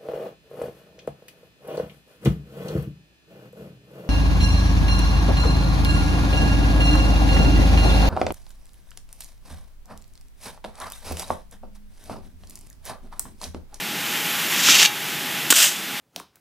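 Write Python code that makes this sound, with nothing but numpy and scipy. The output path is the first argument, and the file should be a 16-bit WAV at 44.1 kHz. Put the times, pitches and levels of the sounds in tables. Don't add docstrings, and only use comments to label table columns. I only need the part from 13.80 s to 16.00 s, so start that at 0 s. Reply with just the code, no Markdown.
import sys
import numpy as np
from scipy import signal
from scipy.fft import rfft, irfft, next_fast_len
from scipy.io import wavfile
from scipy.ndimage import uniform_filter1d, map_coordinates

SR = 44100
rng = np.random.default_rng(int(sys.argv[2]) if len(sys.argv) > 2 else 0)


def to_wav(s):
    ch = np.atleast_2d(s).T
    pcm = np.round(np.clip(ch, -1, 1) * 32767)
    wavfile.write(sys.argv[1], SR, pcm.astype(np.int16))


N = 97020

# (frequency [Hz], level [dB], t60 [s])
BLADE_MODES = [(834.2, -11, 0.77), (902, -20, 0.99), (1281, -14, 0.84), (2318, -9, 0.38), (2390, -3, 0.19),
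               (2750, 1, 0.23), (3090, -17, 0.2), (3301, -4, 0.51), (3580, -7, 0.12), (3755, 0, 0.18),
               (4460, -5, 0.13), (5530, -4, 0.12), (6180, -2.5, 0.081), (7350, -14, .1)]
# (frequency [Hz], level [dB])
GRAIN_ON_STEEL = [(60, -63), (230, -11.5), (520, -22), (1000, -13.5), (2000, -4.5), (3000, 2), (4200, -3),
                  (6100, -1.5), (7500, -3), (8900, -13.5), (12000, -15), (15000, -19)]
# (time [s], level [dB], hold [s], t60 [s])
STAB_HITS = [(1.7033, -3.5, 0.0087, 0.053), (1.7237, -8, 0.0033, 0.014)]


def amp(db):
    return 10 ** (np.asarray(db) / 20)


def unit(x):
    return x / np.sqrt(np.mean(x ** 2) + 1e-20)


def clock():
    return np.arange(N) / SR


def fader(points):
    return amp(np.interp(clock(), *np.transpose(points)))


def wobble(rate):
    return map_coordinates(rng.standard_normal(N // 100), [clock() * rate + 2], mode="wrap")


def coloured(x, points):
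    size = 2 * next_fast_len(N)
    hz, db = np.transpose(points)
    log_hz = np.log(np.fft.rfftfreq(size, 1 / SR) + 1)
    gain = unit(amp(np.interp(log_hz, np.log(hz), db)))
    cepstrum = irfft(np.log(gain), size)
    cepstrum[1:size // 2] *= 2
    cepstrum[size // 2 + 1:] = 0
    return irfft(rfft(x, size) * np.exp(rfft(cepstrum)), size)[:N]


def kernels(per_s, spread_db):
    hits = rng.random(N) < per_s / SR
    polarity = rng.choice([-1, 1], N)
    sizes = amp(spread_db * np.clip(rng.standard_normal(N), -2, 2))
    return unit(hits * polarity * sizes)


def burst(start, t60, hold=0, attack=0.00021):
    age = np.maximum(clock() - start, 0)
    return (1 - np.exp(-age / attack)) * np.exp(-np.log(1000) * np.maximum(age - hold, 0) / t60)


def tone(hz, width_hz):
    pitch = hz + width_hz / 2 * wobble(np.clip(2 * width_hz, 5, 400))
    return np.sin(2 * np.pi * (np.cumsum(pitch) / SR + rng.random()))


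def fan():
    # (frequency [Hz], level [dB])
    air_colour = [(30, -37), (60, -33), (95, -15), (140, 0.5), (190, 2.5), (330, 1.5), (520, -6.5),
                  (800, -3), (1050, -6), (1600, -0.5), (3400, 0.5), (4300, -5.5), (7000, -9), (9400, -11.5),
                  (12000, -8.5), (15000, -11)]
    rush = amp(-28) * coloured(rng.standard_normal(N), air_colour)
    whine = amp(-42 + 1.5 * wobble(11)) * tone(hz=831, width_hz=6.77)
    return rush + whine


def trickle():
    # (time [s], level [dB])
    swell = [(0, -54), (.2, -33), (.32, -28), (.55, -25.5), (.72, -24), (1.04, -18.5), (1.11, -33),
             (1.3, -30.5), (1.42, -35.5), (1.58, -31), (1.7, -33), (1.98, -33), (2.2, -35.5)]
    # (frequency [Hz], level [dB])
    hiss_colour = [(60, -51.5), (170, -3), (300, -8.5), (520, -11.5), (1100, -4), (1800, 0), (3300, -0.5),
                   (4200, -8.5), (7300, -8), (9300, -14), (12000, -7), (15000, -10.5)]
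    flutter = amp(0.7 * wobble(45))
    return coloured(kernels(per_s=14000, spread_db=3), hiss_colour) * fader(swell) * flutter


def scrape():
    # (time [s], level [dB])
    stroke = [(.55, -80), (.68, -40), (.76, -28.5), (.82, -23), (.875, -16), (.905, -10), (.932, -14),
              (.95, -10), (.978, -15.5), (1.005, -10), (1.06, -15), (1.078, -32), (1.16, -80)]
    push = fader(stroke) * amp(1.04 * wobble(170))
    rub = coloured(push * kernels(per_s=7000, spread_db=4.5), GRAIN_ON_STEEL)
    drive = push * kernels(per_s=7000, spread_db=4.5)
    t, sing = clock(), np.zeros(N)
    for hz, db, t60 in BLADE_MODES:
        mode = np.cos(2 * np.pi * hz * t) * np.exp(-np.log(1000) * t / t60)
        sing += amp(db) * unit(signal.fftconvolve(drive, mode)[:N])
    return rub + amp(-6.5) * np.std(rub) * unit(sing)


def clunks():
    # (time [s], level [dB], pitch [Hz])
    knocks = [(0.886, -12, 1410), (0.9446, -10, 3080), (0.951, -11, 3100), (1.564, -31, 1100),
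              (1.724, -2, 1450), (2.083, -26, 1407)]
    # (frequency [multiple of its pitch], level [dB])
    knock_colour = [(.05, -42), (.25, -17), (.65, -14), (1, 3.5), (1.4, -13), (2.4, -13), (6, -30)]
    track = np.zeros(N)
    for start, db, hz in knocks:
        hit = amp(db) * burst(start, t60=0.014, hold=0.0023) * rng.standard_normal(N)
        track += coloured(hit, [(ratio * hz, gain_db) for ratio, gain_db in knock_colour])
    return track


def thuds():
    # (time [s], level [dB])
    pushes = [(0.886, -18.5), (1.562, -36)]
    envelope = sum(amp(db) * burst(start, t60=0.08, attack=0.0043) for start, db in pushes)
    return envelope * tone(hz=255.6, width_hz=60)


def ring_out():
    return amp(-23.5) * sum(amp(db) * burst(start=0.97, t60=t60, attack=0.0036) * tone(hz, width_hz=4.04)
                            for hz, db, t60 in BLADE_MODES)


def flicks():
    # (time [s], level [dB])
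    strikes = [(0.999, -24), (1.029, -1), (1.0514, -7), (1.058, -8)]
    envelope = sum(amp(db) * burst(start, t60=0.02) for start, db in strikes)
    return coloured(envelope * rng.standard_normal(N), GRAIN_ON_STEEL)


def stab():
    # (frequency [Hz], level [dB])
    clash_colour = [(60, -31), (250, -8.5), (800, -18), (1400, -13), (2200, -10), (2750, -4.5), (3300, -1),
                    (4200, -7.5), (6200, -7), (7100, -2.5), (8100, -1.5), (9500, -12.5), (12500, -9.5),
                    (15000, -8.5)]
    blows = sum(amp(db) * burst(start, t60, hold) for start, db, hold, t60 in STAB_HITS)
    return coloured(blows * kernels(per_s=18000, spread_db=0), clash_colour)


def plunge():
    # (frequency [Hz], level [dB])
    swish_colour = [(100, -49), (420, -23), (650, -11.5), (850, -16), (1600, -6), (2300, -7), (2750, 0.5),
                    (3550, -1), (4200, -6.5), (5600, -3), (8200, -2), (9900, -10.5), (13000, -9),
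                    (15000, -11)]
    start_s, attack_s, hold_s = 1.714, 0.048, 0.08
    rise_db, fall_db_per_s = 14, 187
    age = clock() - start_s
    rise = rise_db * np.minimum(age / attack_s - 1, 0)
    fall = fall_db_per_s * np.maximum(age - attack_s - hold_s, 0)
    swish = coloured(kernels(per_s=18000, spread_db=4.5), swish_colour)
    buried = clock() > STAB_HITS[0][0]
    return swish * buried * amp(-9 + rise - fall + 1.1 * wobble(130))


def bin_echo(x):
    tail = rng.standard_normal(N) * burst(start=0.0052, t60=0.18)
    return signal.fftconvolve(x, tail / np.linalg.norm(tail))[:N]


def scene():
    bed = fan() + trickle()
    shovel = scrape() + clunks() + thuds() + ring_out() + flicks() + stab() + plunge()
    mono = bed + shovel + amp(-19) * bin_echo(shovel)
    return np.array([mono, mono])


def record(dry):
    threshold_db, duck_slope, recover_db_per_s = -12.5, 0.6, 8.5
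    ceiling, top_hz = 0.95, 15320
    power = np.abs(uniform_filter1d(dry[0] ** 2, size=441, origin=220))
    over_db = np.maximum(10 * np.log10(power + 1e-12) - threshold_db, 0)
    recovery_db = recover_db_per_s * clock()
    duck_db = np.maximum.accumulate(duck_slope * over_db + recovery_db) - recovery_db
    ducked = dry * amp(-duck_db)
    rounded = ducked / (1 + np.abs(ducked / ceiling) ** 6) ** (1 / 6)
    return irfft(rfft(rounded) * (np.fft.rfftfreq(N, 1 / SR) < top_hz), N)


dry = scene()
out = record(dry)
to_wav(out)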